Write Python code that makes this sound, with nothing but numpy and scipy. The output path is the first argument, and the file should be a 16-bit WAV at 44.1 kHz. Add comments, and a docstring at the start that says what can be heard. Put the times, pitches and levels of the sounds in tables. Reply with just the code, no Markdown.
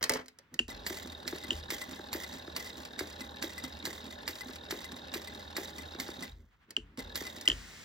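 """In a small workroom, close by, an industrial sewing machine stitches slowly through a stiff panel.
Levers clatter as steel clicks over a ringing bed, then gear noise, a hum and belt chirps start the motor.
A little over twice a second comes a clack, a sweeping knock, a dying rasp of thread noise and feed thuds,
with small squeaks from sliding tones. The machine stops, makes one more stitch and stops again
with a sharp snap of one bright tone; a soft hiss of coloured noise lingers."""
import sys
import numpy as np
from scipy import signal
from scipy.fft import rfft, irfft, next_fast_len
from scipy.io import wavfile
from scipy.ndimage import map_coordinates

SR = 44100
rng = np.random.default_rng(int(sys.argv[2]) if len(sys.argv) > 2 else 0)


def store_wav(level_fs):
    """Save 16-bit WAV to argv[1]."""
    pcm = np.round(np.clip(np.atleast_2d(level_fs), -1, 1) * 32767)
    wavfile.write(sys.argv[1], SR, pcm.T.astype(np.int16))


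N = 345744
TIME = np.arange(N) / SR
# In all tables and settings, t60 is the time to fade by 60 dB; dB levels are before later mixing gains.


def amp(db):
    """Turn decibels into a gain."""
    return 10 ** (np.asarray(db) / 20)


def unit(x):
    """Scale to an rms (average strength) of 1."""
    return x / np.sqrt(np.mean(x ** 2) + 1e-20)


def along(points, hz):
    """Read a value between (Hz, value) points on a logarithmic pitch axis."""
    point_hz, value = np.transpose(points)
    return np.interp(np.log(hz + 1), np.log(point_hz + 1), value)


def wobble(rate):
    """Draw a smooth random curve through `rate` random points a second."""
    points = rng.standard_normal(int(N * rate / SR) + 4)
    return map_coordinates(points, [TIME * rate], order=2)


def filtered(x, response):
    """Change strength and phase at each frequency by a complex response."""
    size = next_fast_len(N + SR // 2)
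    hz = np.fft.rfftfreq(size, 1 / SR)
    return irfft(rfft(x, size) * response(hz), size)[..., :N]


def noise(spectrum):
    """Make noise of rms 1 with the given colour, falling off below its lowest point."""
    low_hz = spectrum[0][0] / 2

    def colour(hz):
        return amp(along(spectrum, hz)) * hz ** 2 / (hz ** 2 + low_hz ** 2)

    return unit(filtered(rng.standard_normal(N), colour))


def resonant_noise(modes):
    """Make noise of rms 1 through resonances given as (pitch_hz, width_hz, level_db)."""
    def body(hz):
        total = 0
        for k, (pitch, width, db) in enumerate(modes):
            resonance = 1j * hz * width / (pitch * pitch - hz * hz + 1j * hz * width)
            total = total + (-1) ** k * amp(db) * resonance  # neighbours have opposite signs
        return total

    return unit(filtered(rng.standard_normal(N), body))


def add(track, s, sound):
    """Mix a sound into a track at time s."""
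    start = max(round(s * SR), 0)
    track[start:start + len(sound)] += sound[:max(N - start, 0)]


def bursts(rows, attack, t60):
    """Make a loudness curve that jumps at each (start_s, level_db) row and dies away."""
    t, out = TIME[:SR], np.zeros(N)
    shape = (1 - np.exp(-t / attack)) * amp(-60 * t / t60)
    for s, db in rows:
        add(out, s, amp(db) * shape / shape.max())
    return out


def rings(rows, modes, attack, scatter_db):
    """At each (start_s, level_db) row ring the (pitch_hz, level_db, t60_s) modes at new strengths."""
    t, out = TIME[:SR], np.zeros(N)
    onset = 1 - np.exp(-(t / attack) ** 2)
    for s, db in rows:
        ring = np.zeros(len(t))
        for hz, level, t60 in modes:
            fade = amp(level + scatter_db * rng.normal() - 60 * t / t60)
            ring += fade * np.sin(2 * np.pi * (hz * t + rng.random()))
        add(out, s, amp(db) * ring * onset)
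    return out


def chatter(rate, t60, spread_db):
    """Make a loudness curve of rms 1 from many tiny contacts of uneven size, `rate` a second."""
    sizes = amp(spread_db * np.minimum(rng.exponential(size=N), np.pi))
    contacts = (rng.random(N) < rate / SR) * sizes
    return unit(signal.fftconvolve(contacts, amp(-60 * TIME[:SR // 10] / t60))[:N])


def spacious(layer, angle):
    """Mix one part shared by both sides with a separate part on each; a larger angle is more diffuse."""
    return np.cos(angle) * layer() + np.sin(angle) * np.array([layer(), layer()])


# colour of a knock on the table: pitch_hz, level_db
KNOCK_COLOUR = [(60, -17), (200, -14), (340, 4.5), (480, -9.5), (900, -17), (1700, -12.5), (3000, -53),
                (8000, -52.5)]


def knocks(rows, lag, spread, knee_hz):
    """Send bending waves through the table top: treble outruns bass, so each knock sweeps downwards."""
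    pushes = np.zeros(N)
    for s, db in rows:
        add(pushes, s + lag, amp([db]))

    def bending(hz):
        # the deepest bass arrives `spread` seconds late, higher pitches sooner
        turns = spread * knee_hz * np.log(1 + hz / knee_hz)
        return amp(along(KNOCK_COLOUR, hz)) * np.exp(-2j * np.pi * turns)

    return filtered(pushes, bending)


# times when the motor is driven: start_s, stop_s, level_db
MOTOR_RUNS = [(0.681, 6.258, -2.5), (6.974, 7.44, -3.5)]


def drive(t60):
    """Follow how strongly the motor turns things: quick to start, running down after each stop."""
    strength = np.zeros(N)
    for on, off, db in MOTOR_RUNS:
        rise = np.clip((TIME - on) / 0.0065, 0, 1)
        strength += amp(db) * rise * amp(-60 * np.maximum(TIME - off, 0) / t60)
    return strength


# needle strokes: start_s, thread_rasp_db, knock_db, knock_delay_s, following_feed_weight_db
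STITCHES = [(0.864, -40, -36.5, 0.035, -4), (1.277, -49.5, -35, 0.046, 2.5),
            (1.7031, -41.5, -36.5, 0.012, 3.5), (2.1291, -41.5, -33.5, 0.015, 0.5),
            (2.5631, -45, -47, 0.011, -0.5), (2.9909, -50, -31.5, .012, 0.5),
            (3.4241, -48, -34, 0.0091, 2.5), (3.8527, -45.5, -35.5, 0.014, 3),
            (4.2772, -44, -44, 0.0095, 0), (4.708, -47.5, -34.5, 0.011, 0), (5.139, -46, -35.5, 0.012, 1),
            (5.5658, -44, -32, 0.0098, 2), (5.9986, -47, -46.5, 0.011, 3),
            (7.1554, -41.5, -39.5, 0.052, -2.5)]
CYCLE_SCATTER_DB, CYCLE_SCATTER_S = 1.5, 0.002  # random differences between stitches


def each_stitch(cycle, weighted=False):
    """Repeat (delay_s, level_db) contacts at every stroke while driven; weighted adds the feed's weight."""
    rows = []
    for stroke, *_, feed_db in STITCHES:
        for delay, db in cycle:
            s = stroke + delay + CYCLE_SCATTER_S * rng.normal()
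            level = db + weighted * feed_db + CYCLE_SCATTER_DB * rng.normal()
            if any(on < s < off for on, off, _ in MOTOR_RUNS):
                rows.append((s, level))
    return rows


# colour of the quiet room: pitch_hz, level_db (per Hz)
QUIET_COLOUR = [(18, -30), (30, 0), (102, 0), (597, -18), (1520, -13), (5580, -32), (8040, -37),
                (9390, -49), (15000, -34)]
# colour of the lingering hiss: pitch_hz, level_db (per Hz)
HISS_COLOUR = [(200, 2), (500, -10), (1000, -10.5), (2000, -3.5), (3000, -9), (5000, -10), (8000, -12.5),
               (12000, -26.5), (15000, -25)]
# loudness of the lingering hiss: time_s, level_db
HISS_LEVEL = [(7.46, -100), (7.52, -50.5), (7.65, -50.5), (7.84, -51)]


def air():
    """Soft coloured noise fills the quiet room, with a hiss after the last stop."""
    hiss = amp(np.interp(TIME, *np.transpose(HISS_LEVEL)))
    still = amp(-73) * spacious(lambda: noise(QUIET_COLOUR), angle=.4)
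    return still + hiss * spacious(lambda: noise(HISS_COLOUR), angle=.6)


# hard clicks of levers and presser foot: start_s, click_db, blow_to_bed_db
LEVER_CLICKS = [(0.0272, -17, -51.5), (0.0389, -15, -42), (0.0945, -12.5, -28.5), (0.119, -27.5, -38.5),
                (0.1361, -21.5, -38.5), (0.147, -36, -43.5), (0.169, -37.5, -45.5), (0.259, -46, -80.5),
                (0.282, -37, -68), (0.387, -41.5, -60.5), (0.5411, -31.5, -63), (6.706, -34, -60.5),
                (6.9768, -49.5, -42), (7.4112, -32.5, -66), (7.4847, -21, -45.5)]
# ringing modes of the machine bed: pitch_hz, level_db, t60_s
BED_MODES = [(256.5, -10.5, 0.4), (371, -8.5, .13), (436, 0, .13), (476, -3, 0.13), (551, 0, 0.11),
             (631, -5, 0.13), (885, -7, .11), (1204, -13, .12), (1790, -10.5, .08), (2220, -10, 0.071)]
# ringing modes of the table: pitch_hz, level_db, t60_s
TABLE_MODES = [(48.5, 4.5, 0.54), (78.2, 0, 0.66), (62.9, -7.5, 0.5), (41.5, -12.5, .5), (119, -5.5, 0.35),
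               (165.5, -7, .25)]
# colour of steel on steel: pitch_hz, level_db (per Hz)
STEEL_COLOUR = [(150, -14.5), (400, -7), (1100, -7.5), (1900, 0.5), (2900, -10.5), (4600, 1), (5600, 0),
                (6800, -2.5), (8500, 0), (12000, -9.5), (15000, -17)]
# colour of loose parts on the bed: pitch_hz, level_db (per Hz)
LOOSE_COLOUR = [(150, 1.5), (450, 4.5), (900, 0), (1900, -5), (2800, -14), (6000, -15.5), (9000, -31),
                (15000, -34.5)]
# the catch's lever lands on its stop: start_s, thud_db, jolt_to_table_db
LANDINGS = [(0.602, -35.5, -50), (1.5168, -31.5, -44.5), (6.778, -39, -51.5), (7.486, -33.5, -40)]
BED_LAG_S = 0.00087  # the bed answers just after the click
BED_RINGING_DB = -36.5  # loose parts are already rattling at the outset
# starts and stops rock the table a moment later
START_JOLT_DB, STOP_JOLT_DB, JOLT_LAG_S = -47.5, -47.5, 0.0266


def levers():
    """Steel clicks knock and ring the bed and rattle its loose parts; starts, stops, landings rock the table."""
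    hits = [(s, db) for s, db, _ in LEVER_CLICKS]
    blows = [(s + BED_LAG_S, db) for s, _, db in LEVER_CLICKS]
    jolts = [(s, db) for s, _, db in LANDINGS]
    for on, off, _ in MOTOR_RUNS:
        jolts += [(on + JOLT_LAG_S, START_JOLT_DB), (off + JOLT_LAG_S, STOP_JOLT_DB)]
    contact = amp(-6.0) * bursts(hits, attack=.0004, t60=.022)
    afterglow = amp(-38.0) * bursts(hits, attack=0.0064, t60=0.22)
    clicks = (contact + afterglow) * noise(STEEL_COLOUR)
    bed = rings(blows, BED_MODES, attack=0.005, scatter_db=2.5)
    shaking = bursts([(0, BED_RINGING_DB)] + blows, attack=0.003, t60=0.16)
    rattle = amp(-4.5) * shaking * chatter(rate=210, t60=0.034, spread_db=2.5) * noise(LOOSE_COLOUR)
    body = amp(32.5) * knocks(blows, lag=0.001, spread=0.01386, knee_hz=600)
    rocking = rings(jolts, TABLE_MODES, attack=0.026, scatter_db=2.5)
    return clicks + bed + body + rattle + rocking


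# the panel is shifted by hand while the machine rests:
# loudest_s, length_of_rise_and_of_fall_s, rustle_db, low_rubbing_db
HANDLING = [(0.455, 0.34, -71, -76), (0.543, 0.052, -71, -51.5), (6.408, 0.13, -84.5, -63),
            (6.535, 0.065, -69.5, -82), (6.631, 0.075, -67, -81.5), (6.703, 0.054, -66.5, -61.5),
            (6.888, 0.28, -68, -64)]
# colour of the rustle: pitch_hz, level_db (per Hz)
RUSTLE_COLOUR = [(500, -8), (1000, 1.5), (1600, 2), (3000, -5), (6000, -22), (12000, -32)]
# colour of the low rubbing: pitch_hz, level_db (per Hz)
RUBBING_COLOUR = [(90, -4.5), (240, 2), (450, -9), (900, -27.5), (4000, -48)]
# knocks on the table: from the panel as it is guided, and near 1.05-1.44 s further feed knocks; start_s,
# level_db
TABLE_KNOCKS = [(1.052, -42), (1.252, -41), (1.44, -43), (1.99, -37), (2.474, -38), (4.488, -40.5),
                (5.945, -39.5), (6.083, -34.5)]


def panel():
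    """The table knocks, mostly from the stiff panel and now and then from the feed; the panel rustles and rubs
    in soft swells of noise when shifted."""
    rustle, rubbing = np.zeros(N), np.zeros(N)
    for s, length, rustle_db, rubbing_db in HANDLING:
        swell = np.cos(np.pi * np.clip((TIME - s) / (2 * length), -.5, .5)) ** 4
        rustle += amp(rustle_db) * swell
        rubbing += amp(rubbing_db) * swell
    shifting = rustle * spacious(lambda: noise(RUSTLE_COLOUR), angle=1.0) + rubbing * noise(RUBBING_COLOUR)
    return shifting + amp(41.5) * knocks(TABLE_KNOCKS, lag=0.0024, spread=0.012, knee_hz=505)


# the catch snaps over and rebounds, one row for each contact: start_s, level_db, pitch_hz
SNAPS = [(0.591, -16.5, 2820), (0.595, -25.5, 2876), (1.506, -20, 2980), (1.5137, -35.5, 3170),
         (1.5192, -37, 3020), (1.5297, -37, 3010), (6.7654, -20, 2966), (7.4763, -11.5, 3010),
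         (7.479, -28, 3160), (7.4994, -18.5, 3050), (7.5161, -24, 3070), (7.5273, -38, 3050)]
# colour of its crack, also used for the needle's press: pitch_hz, level_db (per Hz)
CRACK_COLOUR = [(200, 0.5), (500, 3), (1100, -4.5), (1900, 3.5), (3000, -1), (4500, 2), (6300, 1.5),
                (7200, 4.5), (8500, 1.5), (12000, -21.5), (15000, -32)]


def catch(rise=0.0016, t60=0.008):
    """A small stiff part snaps: a crack, a few cycles of one bright mode, a knock and its lever's thud."""
    t, chirps = TIME[:SR // 20], np.zeros(N)
    shape = (1 - np.exp(-(t / rise) ** 3)) * amp(-60 * t / t60)
    for s, db, hz in SNAPS:
        add(chirps, s, amp(db + 4) * shape / shape.max() * np.sin(2 * np.pi * hz * t))
    blows = [(s, db) for s, db, _ in SNAPS]
    crack = amp(-13) * bursts(blows, attack=0.00024, t60=0.016) * noise(CRACK_COLOUR)
    shiver = amp(-37) * bursts(blows, attack=0.0033, t60=0.17) * noise(CRACK_COLOUR)
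    landings = [(s, db) for s, db, _ in LANDINGS]
    lever_modes = [(332, 0.5, 0.068), (238.6, -6.5, 0.11), (432, -11, 0.17), (171, -25.5, 0.3)]
    thud = rings(landings, lever_modes, attack=0.0034, scatter_db=2.5)
    body_noise = resonant_noise([(1520, 890, -5.5), (2450, 480, 3.5)])
    body = amp(-24.0) * bursts(blows, attack=0.00094, t60=0.023) * body_noise
    knock = amp(21) * knocks(blows, lag=0.0011, spread=0.02, knee_hz=471)
    return chirps + crack + body + shiver + thud + knock


# belt and pulley chirps: point_of_turn (0 to 1), pitch_hz, level_db
BELT_CHIRPS = [(.22, 1450, -60), (.31, 3760, -48), (.5, 1715, -55.5), (.5, 4810, -62)]
CHIRP_STRAY = .016  # how far a chirp's pitch strays (share of the pitch)
TURN_TICK_AT, TURN_TICK_DB = .3, -58.5  # point of the turn (0 to 1), level


def belt(turns):
    """At fixed points of every turn the belt and pulley chirp with straying pitch, and the belt ticks."""
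    chirps = np.zeros(N)
    for point, hz, db in BELT_CHIRPS:
        pulse = ((1 + np.cos(2 * np.pi * (turns - point))) / 2) ** 7 * amp(2.7 * wobble(40))
        pitch_hz = hz * (1 + CHIRP_STRAY * wobble(70))
        tone = np.sin(2 * np.pi * np.cumsum(pitch_hz) / SR)
        chirps += amp(db) * pulse * (tone + .4 * resonant_noise([(hz, hz / 9, 0)]))
    since_tick = (turns - TURN_TICK_AT) % 1
    tick = unit(np.exp(-2 * np.pi * since_tick) * amp(3 * wobble(40)))
    tick_noise = resonant_noise([(720, 370, 0.0), (1645, 350, -6.5), (4120, 370, -6.5)])
    return chirps + amp(TURN_TICK_DB) * tick * tick_noise


# speed of the motor: time_s, turns_per_s
MOTOR_SPEED = [(.68, 39.35), (1.5, 39.4), (2.5, 39.1), (3.4, 39.12), (4.1, 39.65), (5, 39.22),
               (6.25, 39.15), (6.6, 37.6), (7, 39.5), (7.4, 39.8)]
# colour of the gear rumble: pitch_hz, level_db (per Hz)
GEAR_COLOUR = [(30, -9.5), (110, -2.5), (220, 8.5), (420, 4), (680, 3.5), (1100, -6), (1650, -11),
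               (2600, -21), (3300, -5.5), (4400, -14), (6000, -23), (9000, -24.5), (15000, -41)]
# resonances of the casting, stirred by the running gear: pitch_hz, width_hz, level_db
CASTING_MODES = [(257, 55, 0), (383, 53, -3), (420.4, 37, 0), (590, 33, 4.5), (803.7, 27, 4)]
# colour of loose play: pitch_hz, level_db (per Hz)
PLAY_COLOUR = [(300, -4), (800, -2), (1600, 0.5), (2550, 3.5), (3500, 1), (4800, 4.5), (7000, -11.5),
               (14000, -23)]
GEAR_DB, CASTING_DB, PLAY_DB, HUM_DB, DRONE_DB = -50.5, -52, -57.5, -55.5, -57
HUM_RUNDOWN_S = 0.97  # t60: the hum outlasts the gears


def motor():
    """Gears rumble, loose parts play, a hum wavers at twice the turning rate, and the belt ticks fast."""
    turns = np.cumsum(np.interp(TIME, *np.transpose(MOTOR_SPEED))) / SR
    # every stitch briefly makes the gears louder
    load = 1 + 0.076 * bursts([(s, 0) for s, *_ in STITCHES], attack=0.011, t60=0.14)
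    gear = amp(GEAR_DB) * spacious(lambda: noise(GEAR_COLOUR), angle=0.21) * amp(1.4 * wobble(90))
    casting = amp(CASTING_DB) * spacious(lambda: resonant_noise(CASTING_MODES), angle=0.29)
    loose = chatter(rate=90, t60=.016, spread_db=3.2)
    play = amp(PLAY_DB) * loose * noise(PLAY_COLOUR)
    waver = np.abs(1 + .4 * wobble(9))
    hum = amp(HUM_DB) * waver * np.sin(4 * np.pi * turns + 0.8 * wobble(11))
    drone = amp(DRONE_DB) * resonant_noise([(79.2, 10.2, 9.0), (49.0, 7.4, -3.0)])
    running = drive(t60=0.28) * (load * gear + play + belt(turns))
    return running + drive(t60=0.19) * load * casting + drive(t60=HUM_RUNDOWN_S) * (hum + drone)


# feed thuds in every stitch: after_stroke_s, level_db
FEED_CYCLE = [(-.015, -41.5), (.186, -42.5), (.215, -38.5)]
# ticks of linkage and thread in every stitch: after_stroke_s, level_db
TICK_CYCLE = [(.031, -39.5), (.079, -36.5), (.108, -39), (.135, -45.5), (.209, -39.5), (.254, -39.5),
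              (.365, -46)]
# loose links and thread clack between strokes: start_s, level_db
LOOSE_CLACKS = [(1.564, -37), (1.575, -40), (1.588, -44), (1.599, -43), (2.327, -37), (2.851, -32.5),
                (3.5984, -40), (3.6386, -43), (4.0547, -47), (4.5575, -33.5), (4.9192, -47), (6.0876, -50),
                (7.361, -40)]
# squeaks of a dry steel joint that slips now and then: start_s, level_db
SQUEAKS = [(0.7028, -43), (0.9697, -43.5), (1.4381, -42.5), (1.8173, -38.5), (2.2374, -41.5), (2.6015, -43),
           (2.6628, -46), (3.2094, -41), (3.5818, -40), (3.6411, -41), (4.4104, -41.5), (4.8464, -43.5),
           (5.2759, -45.5), (5.7848, -41.5), (6.2272, -40), (6.993, -41.5), (7.2544, -44.5), (7.27, -42.5),
           (7.4574, -41.5)]
# modes with which the feed thuds: pitch_hz, level_db, t60_s
FEED_MODES = [(255.2, 0, .11), (324.6, -4.5, 0.079), (411, -6.5, 0.078), (196.5, -10, 0.11)]
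# colour of the feed's thud: pitch_hz, level_db (per Hz)
THUD_COLOUR = [(50, -16), (150, -4.5), (260, 8.5), (420, -9), (800, -10), (2500, -24.5), (8000, -67)]
# colour of ticks and the needle's clack: pitch_hz, level_db (per Hz)
CLACK_COLOUR = [(200, -3), (600, -5), (1100, -1), (1700, 1.5), (2600, 1), (3400, -2.5), (4500, 3.5),
                (6500, -4.5), (8200, 0.5), (11000, -8), (15000, -16)]
# colour of the feed's rattle and the thread's rasp: pitch_hz, level_db (per Hz)
THREAD_COLOUR = [(200, -8.5), (600, 0), (1200, -14), (2000, 5), (2400, -12), (2900, -8.5), (3250, 7.5),
                 (4000, -9), (5000, -3.5), (7000, -0.5), (10000, -8), (15000, -11)]
START_TICK_DB, START_THUD_DB = -37.5, -35.5  # the drive takes hold with a tick and a thud
SCRAPE_DB, SCRAPE_LEAD_S = 8.5, 0.0026  # a scrape at each listed slip: above the squeak's level, before it
TICK_T60_S = .045


def linkage():
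    """The feed thuds and rattles and small parts tick: in every stitch, at starts and when the joint slips."""
    heavy = each_stitch(FEED_CYCLE, weighted=True)
    heavy += [(on + 0.0046, START_THUD_DB) for on, _, _ in MOTOR_RUNS]
    light = each_stitch(TICK_CYCLE) + LOOSE_CLACKS
    light += [(on, START_TICK_DB) for on, _, _ in MOTOR_RUNS]
    light += [(s - SCRAPE_LEAD_S, db + SCRAPE_DB) for s, db in SQUEAKS]
    thuds = amp(-4.0) * rings(heavy, FEED_MODES, attack=.003, scatter_db=3)
    thuds += amp(-10) * bursts(heavy, attack=0.0019, t60=0.18) * noise(THUD_COLOUR)
    ticks = amp(-7.0) * bursts(light, attack=0.00013, t60=TICK_T60_S) * noise(CLACK_COLOUR)
    shaking = amp(-17.0) * bursts(heavy, attack=0.0076, t60=0.43)
    rattle = shaking * chatter(rate=320, t60=0.02, spread_db=6.5) * noise(THREAD_COLOUR)
    return thuds + ticks + rattle * drive(t60=0.39)


# tones of the squeaking joint, before they stray: pitch_hz, level_db
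JOINT_TONES = [(2020, 0), (8130, -7), (13150, -14)]
# the joint also sings faintly in every stitch: after_stroke_s, level_db
SQUEAK_CYCLE = [(.003, -48), (.033, -58), (.136, -57.5), (.256, -55.5)]
SQUEAK_DB = .4  # added to every squeak


def squeaks(lead=0.0044):
    """A dry joint sings for a moment each time it slips, rough in pitch and level."""
    length = .025  # seconds
    t, envelope = TIME[:round(length * SR)], np.zeros(N)
    swell = np.sin(np.pi * (t / length) ** .75) ** 2
    for s, db in SQUEAKS + each_stitch(SQUEAK_CYCLE):
        add(envelope, s - lead, amp(db + SQUEAK_DB) * swell)
    # uneven travel makes all tones stray in pitch together
    travel = np.cumsum(1 + .005 * wobble(12) + .009 * wobble(300)) / SR
    tone = sum(amp(level) * np.sin(2 * np.pi * hz * travel) for hz, level in JOINT_TONES)
    return envelope * tone * amp(1.5 * wobble(250))


# the needle bar chatters just after each stroke: after_stroke_s (before random scatter), db_under_punch
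AFTERSHOCKS = [(.006, 11.5), (0.013, 19.5)]
PUNCH_DB = -21.5  # level of every needle stroke, before the gain of each layer
AFTERSHOCK_SCATTER_DB = -1.5  # each aftershock differs in strength


def needle():
    """The needle punches through, the table knocks and rumbles, and the thread's rasp dies away."""
    blows = [(s, PUNCH_DB) for s, *_ in STITCHES]
    pulls = [(s, db) for s, db, *_ in STITCHES]
    shoves = [(s + delay, db) for s, _, db, delay, _ in STITCHES]
    contacts = list(blows)
    for s, db in blows:
        for delay, loss in AFTERSHOCKS:
            level = db - loss + AFTERSHOCK_SCATTER_DB * rng.normal()
            contacts.append((s + delay * rng.uniform(0.62, 1.4), level))
    punch = amp(-9.5) * bursts(contacts, attack=0.0013, t60=0.014)
    punch_tail = amp(-22) * bursts(blows, attack=0.0022, t60=0.095)
    clack = (punch + punch_tail) * noise(CLACK_COLOUR)
    knock = amp(43) * knocks(shoves, lag=0, spread=.018, knee_hz=496)
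    late_shoves = [(s + 0.004, db) for s, db in shoves]
    rumble = amp(-10.5) * bursts(late_shoves, attack=0.007, t60=0.23) * resonant_noise([(360, 110, 0)])
    slips = chatter(rate=170, t60=.02, spread_db=4)
    pulling = amp(-3.5) * bursts(pulls, attack=0.0085, t60=0.8)
    rasp = pulling * noise(THREAD_COLOUR) * (0.43 + 0.72 * slips)
    bright_modes = [(12950, 270, 14.5), (14800, 1800, -5.5), (4950, 310, 5.5), (7860, 200, 8.0)]
    zing = bursts(pulls, attack=0.0011, t60=0.14) * resonant_noise(bright_modes)
    # the point presses on the panel just before it breaks through
    early_blows = [(s - .012, db) for s, db in blows]
    press = amp(-29.0) * bursts(early_blows, attack=0.0067, t60=0.103) * noise(CRACK_COLOUR)
    return press + clack + knock + rumble + rasp + zing


# how long the room rings: pitch_hz, t60_s
ROOM_DECAY = [(100, 0.57), (500, 0.292), (3000, 0.14), (12000, 0.099)]
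# the room's share of the sound: pitch_hz, level_db
ROOM_SHARE = [(80, -33), (300, -8.5), (900, -4), (2500, 5.5), (5000, -3), (13000, -41.5)]


def room(x):
    """Dense reflections from the table and machine arm, then a short tail, different at each port."""
    hz, t, grains = signal.stft(rng.standard_normal((2, SR // 2)), SR, nperseg=256)
    decay = amp(-60 * t / along(ROOM_DECAY, hz)[:, None])
    decay = decay + 3 * amp(-60 * t / 0.0045)  # the dense early reflections
    decay /= np.sqrt(np.mean(decay ** 2, axis=1, keepdims=True) * (SR // 2))
    shaped = grains * decay * amp(along(ROOM_SHARE, hz))[:, None]
    tail = signal.istft(shaped, SR, nperseg=256)[1]
    return signal.fftconvolve(np.atleast_2d(x), tail, axes=1)[:, :N]


# sent to the room, in the order motor, linkage, squeaks, needle, levers, catch: level_db
ROOM_SENDS = [1.5, -2.5, -3, -3, 1, -10.5]


def scene():
    """The machine is almost level left and right, the catch a little louder left; parts have own reflections."""
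    parts, snaps = [motor(), linkage(), squeaks(), needle(), levers()], catch()
    direct = (sum(parts) + panel()) * amp([[-.5], [.5]]) + snaps * amp([[.8], [-.8]])
    reflections = sum(amp(db) * room(part) for part, db in zip(parts + [snaps], ROOM_SENDS))
    return direct + reflections + air()


# phase between the two microphone ports: pitch_hz, left_lead_radians
PORT_PHASE = [(250, 0.1), (450, 0.5), (750, 1.4), (1100, 0.9), (2000, -0.6), (2500, -3.3), (3600, -6.4),
              (4600, -6.8), (6200, -7.4), (9400, -9.4), (10500, -9.5), (13800, -12.4)]
LOW_CUT_HZ, TOP_HZ = 36, 15900


def record(dry):
    """The two ports differ in phase; the deepest bass and all above the band limit are cut."""
    def ports(hz):
        low = (hz / LOW_CUT_HZ) ** 4 / np.sqrt(1 + (hz / LOW_CUT_HZ) ** 8)
        sides = np.array([[.5j], [-.5j]])  # half of the phase on each side
        return np.exp(sides * along(PORT_PHASE, hz)) * low * (hz < TOP_HZ)

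    return filtered(dry, ports)


dry = scene()
out = record(dry)
store_wav(out)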